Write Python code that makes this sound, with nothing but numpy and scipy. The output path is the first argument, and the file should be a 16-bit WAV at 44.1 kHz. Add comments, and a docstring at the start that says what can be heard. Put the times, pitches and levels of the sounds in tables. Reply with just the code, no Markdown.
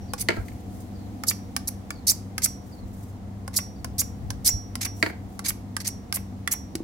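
"""Open rooftop: a loose hacksaw blade deburrs the sawn end of a plastic pipe.
The blade taps the rim, shaves it in noisy grains, at times squeaks, and rings as decaying modes once free.
The pipe knocks and booms on the concrete as filtered bursts and modes; a hand brushes along it.
Machine hum, fan drone, rumble and far hiss lie below; a distant bird gives falling, wavering sines."""
import sys
import numpy as np
from scipy import signal
from scipy.fft import rfft, irfft, next_fast_len
from scipy.io import wavfile
from scipy.ndimage import uniform_filter1d

SR = 44100
rng = np.random.default_rng(int(sys.argv[2]) if len(sys.argv) > 2 else 0)


def digitize_waveform(pressure):
    """Quantize a signal to 16-bit integers and store it at the path in sys.argv[1].

    Rows of a 2-D input are taken as channels; values are limited to [-1, 1].
    """
    field = np.atleast_2d(pressure).T
    bounded = np.clip(field, -1, 1)
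    quanta = np.round(bounded * 32767).astype(np.int16)
    wavfile.write(sys.argv[1], SR, quanta)


N = 301203
TIME_S = np.arange(N) / SR


def undb(db):
    """Amplitude ratio from dB."""
    return 10 ** (np.asarray(db) / 20)


def unit(x):
    """Scale to an rms of 1."""
    return x / np.sqrt(np.mean(x ** 2))


def span(length_s):
    """Sample times from 0, in s."""
    return np.arange(int(length_s * SR)) / SR


def curve(rows):
    """Straight lines through (t/s, value) rows."""
    return np.interp(TIME_S, *np.transpose(rows))


def add(out, start_s, x, pan_db=0):
    """Mix x in at start_s; pan_db is left minus right."""
    i = max(int(start_s * SR), 0)
    x = x[..., :N - i]
    out[:, i:i + x.shape[-1]] += x * undb(np.array([[pan_db], [-pan_db]]) / 2)


def colour(x, points, tilt_db=0):
    """Minimum-phase filter through (f/Hz, level/dB) points, tilted by tilt_db per octave."""
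    n = 2 * next_fast_len(x.shape[-1])
    hz, db = np.transpose(points)
    octave = np.log2(np.maximum(np.fft.rfftfreq(n, 1 / SR), 1))
    octaves_below = np.maximum(np.log2(hz[0]) - octave, 0)
    tilted_db = db + tilt_db * np.log2(hz / hz.mean())
    gain_db = np.interp(octave, np.log2(hz), tilted_db) - 10 * octaves_below
    # folding the cepstrum makes the filter causal
    cepstrum = irfft(np.log(undb(gain_db)))
    cepstrum[1:n // 2] *= 2
    cepstrum[n // 2 + 1:] = 0
    return irfft(rfft(x, n) * np.exp(rfft(cepstrum)))[..., :x.shape[-1]]


def walk(rate_hz, n):
    """Smooth random wander, rms near 1, a new target rate_hz times a second."""
    k = max(int(SR / rate_hz), 1)
    steps = np.repeat(rng.standard_normal(n // k + 3), k)
    return unit(uniform_filter1d(steps, k))[k:n + k]


def air(n, bass_width=0.26, wide_hz=1100):
    """Stereo noise: alike in the bass, unrelated in the treble."""
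    mid, side = rng.standard_normal((2, n))
    hz = np.fft.rfftfreq(n, 1 / SR)
    side = irfft(rfft(side) * np.minimum(bass_width + (hz / wide_hz) ** 2, 1), n)
    return np.array([mid + side, mid - side])


def fade(t, t60_s):
    """Exponential decay, -60 dB at t60_s."""
    return np.exp(-np.log(1000) * t / t60_s)


def ring(modes, t, scatter, spread_rad):
    """Decaying modes, slightly detuned; neighbours swing in opposite senses, channels out of phase."""
    out = 0
    for k, (hz, db, t60_s) in enumerate(modes):
        sign = (-1) ** k
        lag_rad = sign * spread_rad * np.array([[1], [-1]])
        detuned_hz = hz * (1 + scatter * rng.standard_normal())
        out = out + sign * undb(db) * fade(t, t60_s) * np.sin(2 * np.pi * detuned_hz * t + lag_rad)
    return out


def blow(x, db):
    """Set the rms of the first 5 ms."""
    return x * undb(db) / np.sqrt(np.mean(x[:, :SR // 200] ** 2))


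def crack(t, t60_s, tail_db, tail_t60_s, snap=0):
    """Contact: a one-sample push, a short noise burst and its scatter inside the pipe."""
    return snap * (t == 0) + air(len(t)) * (fade(t, t60_s) + undb(tail_db) * fade(t, tail_t60_s))


# machine hum: f/Hz, level/dB, unsteadiness
HUM_TONES = [(99, -42, 0.44), (79, -49, 0.4), (194.6, -45.5, 0.19), (246.1, -55, 0.54), (492, -68, 1)]
# fan drone spectrum: f/Hz, level/dB
DRONE_SPECTRUM = [(100, -32.5), (170, 1), (215, 4), (250, 7.5), (300, 4), (400, -19), (470, -4),
                  (600, -26.5), (720, -4), (1100, -36.5)]
# fan drone: t/s, level/dB
DRONE_LEVEL = [(0, -45), (1.14, -42.5), (3.1, -49), (4.2, -44), (5.8, -47.5), (6.83, -47)]
# low rumble before swells: t/s, level/dB
RUMBLE_LEVEL = [(0, -43), (1, -46.5), (3.6, -50), (3.9, -41.5), (4.3, -36), (4.7, -47.5), (6.83, -52.5)]
# town noise spectrum: f/Hz, level/dB
TOWN_SPECTRUM = [(22, -21), (40, -7), (70, -1.5), (120, -2.5), (150, -8), (210, -3.5), (430, -16.5),
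                 (720, -18.5), (1150, -26.5), (1500, -33), (2100, -34), (2700, -49.5), (6000, -60),
                 (16000, -83)]
# distant hiss spectrum: f/Hz, level/dB
HISS_SPECTRUM = [(2000, 3), (3000, 2), (4500, 0.5), (6500, -0.5), (9000, -7), (14000, -13), (16000, -25)]
# distant hiss: t/s, level/dB
HISS_LEVEL = [(0, -60.3), (2, -61.8), (3.5, -63.3), (6.83, -62.3)]
RUMBLE_SWELL_DB, RUMBLE_SWELL_HZ = 2, 10


def background():
    """Motors hum as wavering sines under fan drone; rumble swells, the town hisses far off."""
    hum = 0
    for hz, db, unsteady in HUM_TONES:
        sway = 1 + unsteady * (walk(11, N) + 1j * walk(12, N))
        hum = hum + undb(db) * unit(np.real(sway * np.exp(2j * np.pi * hz * TIME_S)))
    drone = unit(colour(air(N), DRONE_SPECTRUM)) * undb(curve(DRONE_LEVEL))
    rumble_points = [(22, -18), (42, -8), (62, 3), (85, 0), (140, -5.5), (400, -80), (2000, -101)]
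    rumble = unit(colour(air(N, bass_width=0.43), rumble_points))
    rumble *= undb(curve(RUMBLE_LEVEL) + RUMBLE_SWELL_DB * walk(RUMBLE_SWELL_HZ, N))
    town = unit(colour(air(N), TOWN_SPECTRUM)) * undb(-43)
    hiss = unit(colour(air(N), HISS_SPECTRUM)) * undb(curve(HISS_LEVEL))
    lean_left = undb(np.array([[1], [-1]]))
    return (hum + rumble) * lean_left + drone + town + hiss


# bird whistles: t/s, level/dB
WHISTLES = [(.07, -57.5), (.935, -57.5), (1.91, -55), (2.71, -55.5), (3.75, -62)]
WHISTLE_S, WHISTLE_FROM_HZ, WHISTLE_TO_HZ = .16, 4850, 3850


def bird():
    """Thin falling sines, loudest near the start, blurred in pitch and broken in level by distance."""
    out = np.zeros((2, N))
    t = span(WHISTLE_S)
    n = len(t)
    for start_s, db in WHISTLES:
        glide_hz = np.interp(t, [0, WHISTLE_S], [WHISTLE_FROM_HZ, WHISTLE_TO_HZ])
        hz = glide_hz + 150 * np.array([walk(600, n), walk(600, n)])
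        flutter = unit(undb(4.5 * walk(90, n)))
        swell = np.sin(np.pi * np.sqrt(t / WHISTLE_S))
        tone = np.sin(2 * np.pi * np.cumsum(hz, axis=1) / SR)
        add(out, start_s, undb(db) * flutter * swell * tone)
    return out


# hand slides on the pipe: t/s, length/s, level/dB before the swell
SLIDES = [(0.195, 0.51, -56.5), (0.672, .23, -54.5), (2.6, 0.24, -59), (2.816, .37, -56.5),
          (4.939, 0.19, -46), (5.28, 0.11, -59)]


def hand():
    """A palm brushes along the pipe: bright, uneven noise that swells and fades."""
    out = np.zeros((2, N))
    for start_s, length_s, db in SLIDES:
        t = span(length_s)
        uneven = air(len(t)) * undb(2.5 * walk(115.4, len(t)))
        brush = colour(uneven, [(1500, -22), (6500, 4.5), (15000, 3)])
        add(out, start_s, undb(db) * unit(brush) * np.sin(np.pi * t / length_s))
    return out


# pipe meets concrete: t/s, clack level/dB, body level/dB, gap between contacts/s, clack loss per contact/dB
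KNOCKS = [(.2867, -15.5, -20.5, .017, 9), (.366, -40, -33, .015, 7), (.484, -42.5, -70, .035, 9.5),
          (5.027, -13, -21.5, .0355, 11.5)]
BODY_LOSS_SHARE = 0.74  # body loss per contact / clack loss
CLACK_TILT_DB_PER_OCT, ROCK_TILT_DB_PER_OCT = 0.8, -2.5  # first contact; change at each further one


def contacts(count):
    """The pipe rocks to rest, each contact weaker and duller: (t/s, clack/dB, body/dB, tilt/dB per octave)."""
    rows = []
    for start_s, clack_db, body_db, gap_s, loss_db in KNOCKS:
        for k in range(count):
            tilt_db = CLACK_TILT_DB_PER_OCT + k * ROCK_TILT_DB_PER_OCT
            body_loss_db = k * loss_db * BODY_LOSS_SHARE
            rows.append((start_s + k * gap_s, clack_db - k * loss_db, body_db - body_loss_db, tilt_db))
    return rows


# clack spectrum: f/Hz, level/dB
CLACK_SPECTRUM = [(250, -30.5), (600, -15.5), (1000, -6), (1400, -14), (1750, 0), (2200, 4), (2600, -10.5),
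                  (3100, -10), (3600, -18), (4500, -7.5), (5500, -21.5), (8000, -23), (15000, -38)]
# hollow pipe body modes: f/Hz, level/dB, t60/s
BODY_MODES = [(200, -4, 0.13), (321.5, 8.5, 0.074), (396, 2, 0.072), (457, 1, 0.1), (555, 2, 0.053),
              (674, 3.5, 0.069), (942, -2.5, 0.076), (1404, 4.5, 0.059), (1645, 4.5, 0.048)]
# pipe set down softly: t/s, level/dB
BUMPS = [(6.752, -25), (6.804, -27)]
# pipe bore modes: f/Hz, level/dB, t60/s
BORE_MODES = [(321, 6, 0.09), (392, -8, 0.059), (265, 2, .05), (209, -7, .06)]
# dull thuds as weight shifts: t/s, level/dB
THUDS = [(.380, -22), (2.83, -29), (4.534, -22.5)]
# roof slab modes: f/Hz, level/dB, t60/s
SLAB_MODES = [(42.2, 0, .15), (63.4, -2.5, 0.18), (98, 0, 0.11)]


def knocks():
    """Pipe clacks on concrete, its body answers 2 ms later; soft bumps boom the bore, thuds the slab."""
    out, t = np.zeros((2, N)), span(.35)
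    for start_s, clack_db, body_db, tilt_db in contacts(count=6):
        clack = crack(t, t60_s=0.029, tail_db=-21, tail_t60_s=0.28, snap=9.4)
        add(out, start_s, blow(colour(clack, CLACK_SPECTRUM, tilt_db), clack_db), pan_db=-1.0)
        body = ring(BODY_MODES, t, scatter=0.05, spread_rad=0.82) * np.minimum(t / 0.0027, 1)
        add(out, start_s + 0.001935, blow(body, body_db))
    for start_s, db in BUMPS:
        boom = ring(BORE_MODES, t, scatter=0.0097, spread_rad=0.16) * np.minimum(t / 0.00076, 1)
        add(out, start_s, blow(boom, db))
    for start_s, db in THUDS:
        thud = ring(SLAB_MODES, t, scatter=.03, spread_rad=0.54) * np.minimum(t / 0.0058, 1)
        add(out, start_s, undb(db) * thud)
    return out


# blade lands on the rim: t/s, level/dB, click re level/dB, rim tilt/dB per octave
TAPS = [(.135, -18.5, -8.5, -7), (1.236, -22.5, -8, -1.5), (1.564, -19.5, -0.5, 3),
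        (1.905, -21.5, -8.5, 6.5), (2.38, -21, -2.5, 6), (3.478, -25.5, -10, -4.5), (3.845, -25, -4.5, -3),
        (4.304, -25.5, -2, -1.5), (4.754, -26, -1, 4), (5.392, -26, -6, 0.5), (5.766, -18.5, -5.5, 4.5),
        (6.125, -21, -1.5, 6.5), (6.475, -14, -10.5, 13.5), (6.753, -33, 5.5, 5)]
# pipe rim modes before tilt: f/Hz, level/dB, t60/s
RIM_MODES = [(512, -8, 0.056), (795, 0.5, 0.038), (1130, 3, 0.041), (1474, 4, 0.031), (1762, 1.5, 0.03),
             (2140, 3, 0.021), (2570, -26, 0.007), (3400, -16.5, 0.034)]
# metallic click spectrum: f/Hz, level/dB
CLICK_SPECTRUM = [(900, -15), (2500, -1), (4000, -3), (5200, 6), (6800, -0.5), (7900, 2), (9000, -2.5),
                  (10500, 5.5), (12500, -8.5), (16000, -4)]
# pipe wall spectrum, also used by shave(): f/Hz, level/dB
WALL_SPECTRUM = [(600, -5.5), (1200, -8), (1600, -5.5), (2150, 3.5), (2700, -2), (3500, -6), (5000, -21),
                 (9000, -33)]


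def taps():
    """Steel on plastic: bright click, dull rim modes, trace of blade; rim and wall again at each slip-off."""
    out, t = np.zeros((2, N)), span(0.31)
    for start_s, db, click_db, tilt_db in TAPS:
        modes = [(hz, mode_db + tilt_db * np.log2(hz / 1500), t60_s) for hz, mode_db, t60_s in RIM_MODES]
        rim = ring(modes, t, scatter=0.061, spread_rad=0.8) * np.minimum(t / .0006, 1)
        click = crack(t, t60_s=0.0061, tail_db=-2.0, tail_t60_s=0.032, snap=1.9)
        click = blow(colour(click, CLICK_SPECTRUM), click_db)
        steel = undb(click_db - 35) * ring(BLADE_MODES, t, scatter=0.00027, spread_rad=0.63)
        add(out, start_s + 0.00046, undb(db) * (blow(rim, -8.0) + click + steel), pan_db=-2.5)
    # the blade drops off the edge as each cut ends
    for start_s, length_s, *_, slip_db, _ in STROKES:
        wall = colour(crack(t, t60_s=0.018, tail_db=3, tail_t60_s=0.06), WALL_SPECTRUM)
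        rim = ring(RIM_MODES, t, scatter=0.066, spread_rad=0.77)
        add(out, start_s + length_s, undb(slip_db) * (blow(wall, -6) + blow(rim, -7.5)))
    return out


# steel blade modes: f/Hz, level/dB, t60/s
BLADE_MODES = [(5716, 1, 0.34), (4050, -30, 0.33), (4610, -26, .27), (5155, -25, 0.046), (7230, -31, .29),
               (7950, -24, 0.09), (10740, -25, 0.21)]
RING_AFTER_S = -.001  # re end of stroke
FIRST_RING_S, FIRST_RING_DB = 0.0069, -53.5  # faint ring as the scene opens


def blade():
    """Clear of the rim, nothing damps the steel and its modes ring out."""
    out, t = np.zeros((2, N)), span(.4)
    releases = [(FIRST_RING_S, FIRST_RING_DB)]
    for start_s, length_s, *_, ring_db in STROKES:
        releases.append((start_s + length_s + RING_AFTER_S, ring_db))
    for start_s, db in releases:
        free = ring(BLADE_MODES, t, scatter=0.00051, spread_rad=0.44) * np.minimum(t / 0.015, 1)
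        add(out, start_s, undb(db) * free, pan_db=-6.5)
    return out


# edge squeaks: t/s, length/s, level/dB, lowest nominal f/Hz, place of that low/share of length
SQUEAKS = [(1.281, 0.022, -20, 4600, 0.49), (2.077, 0.048, -20.5, 4345, 0.04),
           (3.562, 0.027, -27, 4400, .4), (3.99, 0.026, -22, 6000, 0), (4.475, 0.027, -18.5, 4920, .1),
           (5.866, .012, -28, 4400, 0.11), (6.514, .018, -23.5, 5500, 0.07)]
# every squeak climbs ever faster to the same nominal pitch, held from this share of its length
SQUEAK_END_HZ, SQUEAK_BEND, SQUEAK_TOP_AT = 7670, 1.5, .85


def squeaks():
    """The biting edge sticks and slips: a rough three-partial tone gliding with stroke speed."""
    out = np.zeros((2, N))
    for start_s, length_s, db, low_hz, low_at in SQUEAKS:
        t = span(length_s)
        n = len(t)
        climb = np.abs((t / length_s - low_at) / (SQUEAK_TOP_AT - low_at))
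        speed = np.minimum(climb, 1) ** SQUEAK_BEND
        jitter = 1 + .035 * walk(2500, n) + .01 * walk(200, n)
        hz = low_hz * (SQUEAK_END_HZ / low_hz) ** speed * jitter
        phase = 2 * np.pi * np.cumsum(hz) / SR + np.array([[.5], [-.5]]) * walk(158, n)
        tone = 0
        for k in range(1, 4):
            below_nyquist = k * hz < SR / 2
            tone = tone + undb(-6 * (k - 1)) * np.sin(k * phase) * below_nyquist
        rough = unit(tone * undb(2.1 * walk(453, n)))
        add(out, start_s, undb(db) * rough * np.sqrt(np.sin(np.pi * t / length_s)), pan_db=-3.0)
    return out


# scrape spectrum before tilt: f/Hz, level/dB
SCRAPE_SPECTRUM = [(1000, -46), (3000, -27.5), (3900, -8), (4600, -1), (5200, -0.5), (6200, 3.5),
                   (7000, -2), (7750, 1), (8400, 0), (9200, 0), (10000, 2.5), (11000, 3), (13500, -2.5),
                   (16000, -12.5)]
# pressure builds from a light touch, sags, and lets go around the end of the stroke
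RELEASE_S, TOUCH_DB, SAG_DB = .017, -25, -1.3


def shave(length_s, rise_s, tilt_db, wall_db):
    """The edge shaves plastic in dense noise grains that hiss in the blade and rasp in the pipe wall."""
    t = span(length_s + .4 * RELEASE_S)
    n = len(t)
    speed = t / t[-1]
    press = np.clip(np.minimum(t / rise_s, (t[-1] - t) / RELEASE_S), 0, 1)
    force = (undb(TOUCH_DB) + (1 - undb(TOUCH_DB)) * press) * undb(SAG_DB * speed)
    grains = rng.standard_normal((2, n)) + .5 * rng.standard_normal(n)
    grains *= undb(2.0 * walk(3000, n) + 2.0 * walk(251, n))
    # each stroke presses the blade at another spot, which shifts its resonances
    bands_hz = np.geomspace(1000, 16000, 70)
    grains = colour(grains, np.transpose([bands_hz, 2.5 * rng.standard_normal(len(bands_hz))]))
    # hiss brightens as the stroke speeds up
    slow = unit(colour(grains, SCRAPE_SPECTRUM, tilt_db - 2.2))
    fast = unit(colour(grains, SCRAPE_SPECTRUM, tilt_db + 2.2))
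    rasp = undb(wall_db) * unit(colour(grains, WALL_SPECTRUM))
    return force * ((1 - speed) * slow + speed * fast + rasp)


# edge cuts until it slips off the rim: t/s, length/s, rise/s, level/dB, tilt/dB per octave,
# wall rasp re level/dB, slip level/dB, free ring level/dB
STROKES = [ (.193, 0.032, 0.017, -24, 2.5, -23, -40, -66),
           (1.267, 0.044, 0.018, -21, 0.5, -28.5, -25.5, -41),
           (1.673, .014, .009, -17.5, 4, -39, -39.5, -51),
           (2.0679, 0.047, .005, -16.5, 0.5, -27, -35.5, -52),
           (2.428, 0.031, 0.017, -14.5, -0.5, -26, -30, -35), (3.558, 0.03, 0.01, -19, 0.5, -34, -27, -34),
           (3.981, 0.035, 0.0082, -20, 1.5, -25.5, -32, -39.5), (4.445, .045, .018, -16, -1, -23, -27, -23),
           (4.847, .014, 0.0078, -21.5, -2, -11.5, -28.5, -36),
           (5.479, .025, 0.0094, -19.5, 2, -20, -27.5, -53),
           (5.865, .023, 0.013, -22.5, 1, -20, -40, -39.5),
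           (6.135, 0.034, 0.022, -22, 6.5, -22.5, -29.5, -50.5),
           (6.510, 0.027, 0.012, -19.5, 4, -18, -30.5, -36)]
# blade skates over the rim without biting: t/s, length/s, rise/s, level/dB
SKIDS = [(0.177, 0.019, .008, -37.5), (2.419, .012, .003, -27), (3.531, 0.028, 0.015, -36),
         (4.808, 0.035, .004, -27.5), (5.441, .036, 0.021, -25.5), (5.801, 0.02, .003, -34),
         (5.844, 0.03, .006, -33)]
SKID_TILT_DB_PER_OCT, SKID_WALL_DB = -6.5, -9  # duller and raspier than most cuts


def scrapes():
    """Firm cuts along the rim, and light skids that lead into some of them."""
    out = np.zeros((2, N))
    for start_s, length_s, rise_s, db, tilt_db, wall_db, *_ in STROKES:
        add(out, start_s, undb(db) * shave(length_s, rise_s, tilt_db, wall_db), pan_db=-3.0)
    for start_s, length_s, rise_s, db in SKIDS:
        skid = shave(length_s, rise_s, SKID_TILT_DB_PER_OCT, SKID_WALL_DB)
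        add(out, start_s, undb(db) * skid, pan_db=-3.0)
    return out


ROOF_T60_S, ROOF_DB = .3, -15.5  # T60 before the extra treble decay; total echo energy


def rooftop(x):
    """Slab and parapets return a short, thin noise scatter whose top dies first."""
    t = span(0.54)
    echo = air(len(t)) * fade(t, ROOF_T60_S) * np.minimum(t / 0.0018, 1)
    dull = signal.sosfilt(signal.butter(1, 6000, fs=SR, output="sos"), echo)
    echo = dull + (echo - dull) * fade(t, 0.28)
    echo *= undb(ROOF_DB) / np.sqrt(np.sum(echo ** 2) / 2)
    return x + signal.fftconvolve(x, echo, axes=1)[:, :N]


def scene():
    """Work on the pipe with rooftop echo, over dry bird and background."""
    work = hand() + knocks() + taps() + blade() + squeaks() + scrapes()
    return background() + bird() + rooftop(work)


TOP_HZ = 15800


def record(dry):
    """Steep low-pass at TOP_HZ."""
    return signal.sosfilt(signal.ellip(8, .2, 70, TOP_HZ, fs=SR, output="sos"), dry)


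dry = scene()
out = record(dry)
digitize_waveform(out)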